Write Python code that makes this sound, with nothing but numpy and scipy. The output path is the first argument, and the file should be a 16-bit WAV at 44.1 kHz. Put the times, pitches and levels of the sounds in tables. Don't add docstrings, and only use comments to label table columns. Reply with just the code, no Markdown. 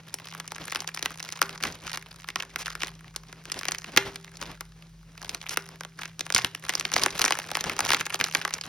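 import sys
import numpy as np
from scipy import signal
from scipy.fft import rfft, irfft, next_fast_len
from scipy.io import wavfile
from scipy.ndimage import uniform_filter1d

SR = 44100
rng = np.random.default_rng(int(sys.argv[2]) if len(sys.argv) > 2 else 0)


def store_wav(level_fs):
    pcm = np.round(np.clip(np.atleast_2d(level_fs), -1, 1) * 32767)
    wavfile.write(sys.argv[1], SR, pcm.T.astype(np.int16))


N = 382788


def from_db(db):
    return 10 ** (np.asarray(db) / 20)


def rms_one(x, axis=None):
    return x / np.sqrt(np.mean(x ** 2, axis=axis, keepdims=True) + 1e-20)


def at_hz(points, hz):
    table_hz, values = np.array(points).T
    return np.interp(np.log(hz), np.log(table_hz), values)


def drift(rate_hz):
    pole = np.exp(-2 * np.pi * rate_hz * 40 / SR)
    noise = rng.standard_normal(N // 40 + 2002)
    slow = signal.lfilter([1], [1, -2 * pole, pole ** 2], noise)[2000:]
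    return np.interp(np.arange(N) / 40, np.arange(len(slow)), rms_one(slow))


# f/Hz, likeness/0-1
PORT_LIKENESS = [(100, .996), (700, .9), (1400, .99), (3300, .75), (5500, .95)]


def paired(mid, side, hz):
    alike = np.clip(at_hz(PORT_LIKENESS, hz), 0, 1)
    shared = np.sqrt(1 + alike) * mid
    opposed = np.sqrt(1 - alike) * side
    return np.array([shared + opposed, shared - opposed])


def coloured(spectrum, size):
    hz = np.maximum(np.fft.rfftfreq(size, 1 / SR), 1)
    mid, side = rfft(rng.standard_normal((2, size)))
    return rms_one(irfft(paired(mid, side, hz) * from_db(at_hz(spectrum, hz)), size))


# f/Hz, level/dB per Hz
AIR_COLOUR = [(20, -28), (60, -4), (125, 7.5), (230, -9), (600, -20.5), (6000, -19), (16000, -35)]


def room_air():
    return from_db(-58) * coloured(AIR_COLOUR, size=N)


# t/s, level/dB
DEEP_TONE = [(0.6, -70), (2.8, -53), (3.8, -63.5), (4.6, -52), (5.8, -65)]
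DEEP_HZ, HUM_HZ, HUM_PEAK_DB = 49, 162.9, -50


def motor_hum():
    t = np.arange(N) / SR
    deep_rms_db = np.interp(t, *np.transpose(DEEP_TONE)) + 3.0 * drift(2.5)
    deep_phase = 2 * np.pi * np.cumsum(DEEP_HZ + 0.93 * drift(5.5)) / SR
    deep = from_db(deep_rms_db + 3) * np.sin(deep_phase)
    hum_phase = 2 * np.pi * np.cumsum(HUM_HZ + 0.78 * drift(1.47)) / SR
    return deep + from_db(HUM_PEAK_DB + 2.0 * drift(4.7)) * np.sin(hum_phase)


# f/Hz, level/dB, t60/s
STANDING_WAVES = [(120.8, -7, 0.63), (393.4, -10, 0.69)]
ROOM_T60_S, ROOM_DB = 0.26, -18


def room(x):
    t = np.arange(SR // 2) / SR
    echoes = coloured([(1200, -1.0), (16000, -12)], size=len(t)) * from_db(-60 * t / ROOM_T60_S)
    tail = echoes * (t > 0.003)
    for hz, db, t60 in STANDING_WAVES:
        tail = tail + from_db(db - 60 * t / t60) * np.sin(2 * np.pi * hz * t)
    tail = tail / np.sqrt((tail ** 2).sum() / 2)
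    mono = x.mean(axis=0, keepdims=True)
    return from_db(ROOM_DB) * signal.oaconvolve(mono, tail, axes=1)[:, :N]


# t/s, level/dB (push)
AIR_PUFFS = [(3.969, -22.5), (6.349, -23), (6.444, -25.5), (6.956, -27)]


def puffs():
    s, push_db = np.transpose(AIR_PUFFS)
    pushes = np.bincount(np.round(s * SR).astype(int), from_db(push_db), N)
    t = np.arange(SR // 20) / SR / 0.00092
    swing = t * (2 - t) * np.exp(-t) * 2
    return signal.oaconvolve(pushes, swing)[:N]


# t/s (greatest force), level/dB (effort), length/s
HAND_SQUEEZES = [(0.286, -42.5, 0.16), (0.714, -42, 0.35), (1.283, -42.5, 0.48), (1.652, -32, 0.055),
                 (1.928, -34, 0.067), (2.414, -37.5, 0.048), (2.68, -40, 0.1), (2.839, -34.5, 0.041),
                 (3.678, -40.5, 0.16), (4.028, -46, 0.31), (4.413, -47.5, 0.24), (5.252, -43, 0.089),
                 (5.502, -40.5, 0.17), (6.032, -38.5, 0.059), (6.387, -33, 0.068), (6.705, -34.5, 0.061),
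                 (6.971, -30.5, 0.085), (7.216, -31, 0.16), (7.578, -39, 0.4), (7.922, -29, 0.1),
                 (8.169, -31.5, 0.11), (8.398, -37, 0.3)]
# t/s, level/dB
RESTING_GRIP = [(0, -59), (2.1, -49.5), (3.2, -56), (4.5, -69), (6.25, -64), (8.68, -46)]
SQUEEZE_DROP_DB, RISE_SHARE = 12, 0.99


def handling(t):
    power = from_db(np.interp(t, *np.transpose(RESTING_GRIP))) ** 2
    for s, db, length in HAND_SQUEEZES:
        away = np.maximum((t - s) / length, (s - t) / (length * RISE_SHARE))
        power = power + from_db(db - SQUEEZE_DROP_DB * away) ** 2
    return 10 * np.log10(power)


# f/Hz, level/dB per Hz
RUB_COLOUR = [(300, 8.5), (2400, 1), (5500, -6), (16000, -27.5)]
# t/s (start), length/s, level/dB
QUICK_SLIDES = [(2.584, 0.044, -37.5), (5.503, 0.045, -36.5), (6.006, 0.021, -43)]
SLIDE_EDGE_S = 0.0042


def rub():
    t = np.arange(N) / SR
    effort_db = np.repeat(handling(np.arange(0, N, 32) / SR), 32)[:N]
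    hiss_db = 0.61 * effort_db - 27.5 + 7.6 * drift(9.8)
    slides = 0
    for s, length, db in QUICK_SLIDES:
        edges = np.minimum(t - s, s + length - t) / SLIDE_EDGE_S
        slides = slides + from_db(db) * np.clip(edges, 0, 1)
    return from_db(hiss_db) * coloured(RUB_COLOUR, size=N) + slides * coloured(FILM_COLOUR, size=N)


# f/Hz, level/dB per Hz
FILM_COLOUR = [(200, -8.5), (390, 0.5), (600, -3.5), (1000, 0.5), (1700, 0), (2600, 0.5), (3800, -3),
               (5500, 2), (8000, -4.5), (12500, -9.5), (17000, -21)]
EDGES = 180 * 2 ** np.arange(0, 7, 1 / 2.5)
RING_DB_PER_OCT = 6


def buckles(s, peak_db, ring_hz, cycles, base_s, uneven_db, size):
    t = np.arange(size) / SR
    count = len(s)
    white = rng.standard_normal((count, 2, size))
    uneven = rng.standard_normal((count, len(EDGES)))
    uneven = rms_one(uniform_filter1d(uneven, size=2))
    stretch = np.exp(0.49 * rng.standard_normal((count, 1, 1)))
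    travel = rng.random((count, 1, 1))
    crack = 5.15 * rng.uniform(-0.75, 1, (count, 1, 1))
    settle = 0.95 * (1 - np.exp(-t / 0.0014)) * np.exp(-t / 0.0025)
    out = 0
    for k, (low, high) in enumerate(zip(EDGES, EDGES[1:])):
        hz = np.sqrt(low * high)
        tau = (base_s + travel * cycles / hz) * stretch
        swell = (t / tau * np.exp(1 - t / tau)) ** 2
        away = np.abs(np.log2(hz / ring_hz))
        burst = white * (swell + settle * 2 ** -away[:, None, None])
        burst[:, :1, 16:17] += crack
        band_pass = signal.butter(2, [low, high], "band", fs=SR, output="sos")
        band = rms_one(signal.sosfilt(band_pass, burst), axis=2)
        ports = paired(band[:, 0], band[:, 1], hz)
        tilt_db = -RING_DB_PER_OCT * np.minimum(away, 1.6)
        gain = from_db(at_hz(FILM_COLOUR, hz) + tilt_db + uneven_db * uneven[:, k])
        out = out + (-1) ** k * gain[:, None] * np.sqrt(high - low) * ports
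    out = out * (from_db(peak_db) / np.abs(out).max(axis=(0, 2)))[:, None]
    at = (np.round(s * SR).astype(int)[:, None] + np.arange(size)).ravel()
    return np.array([np.bincount(at, port.ravel(), N + size)[:N] for port in out])


CLUMPING = 0.22


def ticks(count):
    draw = rng.random((count, 3))
    t = np.linspace(0, N / SR, num=2000)
    share = np.cumsum(from_db(CLUMPING * handling(t)))
    s = np.interp(draw[:, 0], share / share[-1], t)
    size_db = -6.5 * np.log(draw[:, 1] + 0.1)
    peak_db = handling(s) + 7 + size_db
    ring_hz = 900 * 4.9 ** draw[:, 2]
    out = buckles(s, peak_db, ring_hz, cycles=0.073, base_s=0.00016, uneven_db=5, size=288)
    return signal.sosfilt(signal.butter(2, 450, "high", fs=SR, output="sos"), out)


# t/s, level/dB (peak), f/Hz (pitch the crease rings at)
CREASE_SNAPS = [(0.141, -13.5, 10800), (0.399, -18.5, 1500), (0.477, -18.5, 5700), (0.519, -19, 830),
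                (0.562, -23.5, 2160), (0.722, -15.5, 1560), (0.748, -16, 1650), (0.758, -10.5, 2230),
                (0.804, -14, 5450), (0.875, -14.5, 5260), (0.89, -22, 1570), (0.946, -15.5, 9100),
                (0.973, -20, 2030), (0.992, -21, 2150), (1.026, -11, 5210), (1.058, -9, 1680),
                (1.201, -20.5, 2600), (1.227, -19.5, 5460), (1.289, -20.5, 2510), (1.323, -17.5, 5550),
                (1.416, -1.5, 1430), (1.426, -8, 2270), (1.493, -20, 1640), (1.626, -17, 2400),
                (1.636, -9.5, 1880), (1.688, -30, 2420), (1.868, -17.5, 2080), (1.896, -28, 1700),
                (1.973, -16.5, 1580), (2.287, -16.5, 2030), (2.302, -23, 2460), (2.358, -10, 1470),
                (2.423, -17.5, 2150), (2.559, -11.5, 1700), (2.659, -15, 2850), (2.752, -19, 1780),
                (2.82, -14, 2450), (2.833, -9.5, 1890), (3.161, -13, 4240), (3.327, -24.5, 1410),
                (3.454, -24, 1970), (3.499, -25.5, 2150), (3.518, -14, 5430), (3.542, -23.5, 2250),
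                (3.59, -16, 5280), (3.632, -17.5, 1980), (3.653, -15.5, 2200), (3.684, -7.5, 2360),
                (3.719, -8, 5200), (3.747, -17, 2320), (3.784, -19, 5470), (3.843, -21.5, 2530),
                (3.963, -11.5, 2260), (3.973, 5, 2840), (3.976, -3, 931), (4.158, -19.5, 2640),
                (4.245, -27.5, 2250), (4.37, -26, 5640), (4.414, -19.5, 1700), (4.426, -19, 1290),
                (4.515, -29, 2510), (4.608, -17.5, 1320), (4.823, -34.5, 2600), (5.177, -30, 2640),
                (5.227, -23, 2400), (5.293, -14, 5000), (5.346, -14.5, 5000), (5.493, -13, 4920),
                (5.572, -6, 1350), (5.689, -26.5, 910), (5.808, -18, 1210), (5.834, -28, 1890),
                (5.849, -23.5, 1290), (5.992, -26.5, 1230), (6.055, -20.5, 2410), (6.193, -16, 4830),
                (6.207, -11.5, 3200), (6.265, -20, 1310), (6.302, -12.5, 1310), (6.323, -13.5, 4720),
                (6.347, 0, 5680), (6.362, -5, 2300), (6.379, -6.5, 5230), (6.446, -3, 2570),
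                (6.548, -16.5, 2460), (6.693, -8.5, 1530), (6.737, -17.5, 2000), (6.752, -4.5, 5450),
                (6.797, -8, 5370), (6.809, -15, 1930), (6.851, -10.5, 2580), (6.892, -33, 1870),
                (6.917, -14.5, 1050), (6.938, -4.5, 5190), (6.963, -5, 1010), (7.019, -15, 2770),
                (7.035, -4, 5240), (7.061, -3, 1000), (7.193, -9.5, 960), (7.216, -2, 5600),
                (7.241, -6.5, 1500), (7.25, -4, 5760), (7.26, -10.5, 1910), (7.279, -10, 1910),
                (7.307, -7.5, 1000), (7.322, -5.5, 2490), (7.388, -14, 929), (7.515, -13.5, 770),
                (7.552, -7.5, 2180), (7.57, -13, 1020), (7.608, -11, 3670), (7.64, -11, 1020),
                (7.696, -9, 1530), (7.765, -19.5, 990), (7.791, -5.5, 1030), (7.805, -4, 1570),
                (7.85, -11, 5000), (7.891, -12, 2490), (7.904, -5.5, 1570), (7.933, -4, 960),
                (7.945, -3, 2270), (8.01, -12.5, 1540), (8.065, -12.5, 1540), (8.143, -11.5, 820),
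                (8.2, -14.5, 2220), (8.211, -6, 1890), (8.24, -5, 4200), (8.349, -4, 2250),
                (8.45, -11, 1470), (8.507, -21, 1530), (8.538, -8, 5500), (8.611, -15.5, 3260)]


def snaps():
    s, peak_db, ring_hz = np.transpose(CREASE_SNAPS)
    return buckles(s, peak_db, ring_hz, cycles=0.15, base_s=0.00034, uneven_db=2.5, size=768)


def scene():
    film = snaps() + ticks(count=1100) + puffs()
    return film + room(film) + rub() + room_air() + motor_hum()


# f/Hz, level/dB
PORT_BALANCE = [(300, .4), (750, 1.3), (1800, 0), (3300, -2.8), (5400, .4)]
# f/Hz, lead/rad
LEFT_LEAD = [(300, 0), (780, -.35), (1800, 0), (2900, .7), (4500, 1.0), (5000, -.1), (7640, np.pi),
             (14100, 3 * np.pi), (17000, 11.5)]
PEAK_LIMIT, CUTOFF_HZ = 0.68, 17000


def record(dry):
    size = next_fast_len(N + 4096)
    hz = np.maximum(np.fft.rfftfreq(size, 1 / SR), 1)
    lead = np.interp(hz, *np.transpose(LEFT_LEAD))
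    half = from_db(at_hz(PORT_BALANCE, hz) / 2) * np.exp(1j * lead / 2)
    ports = irfft(rfft(dry, size) * [half, 1 / half], size)[:, :N]
    ports = PEAK_LIMIT * np.tanh(ports / PEAK_LIMIT)
    ports = signal.sosfilt(signal.butter(2, 40, "high", fs=SR, output="sos"), ports)
    return signal.sosfilt(signal.ellip(12, 0.5, 90, CUTOFF_HZ, fs=SR, output="sos"), ports)


dry = scene()
out = record(dry)
store_wav(out)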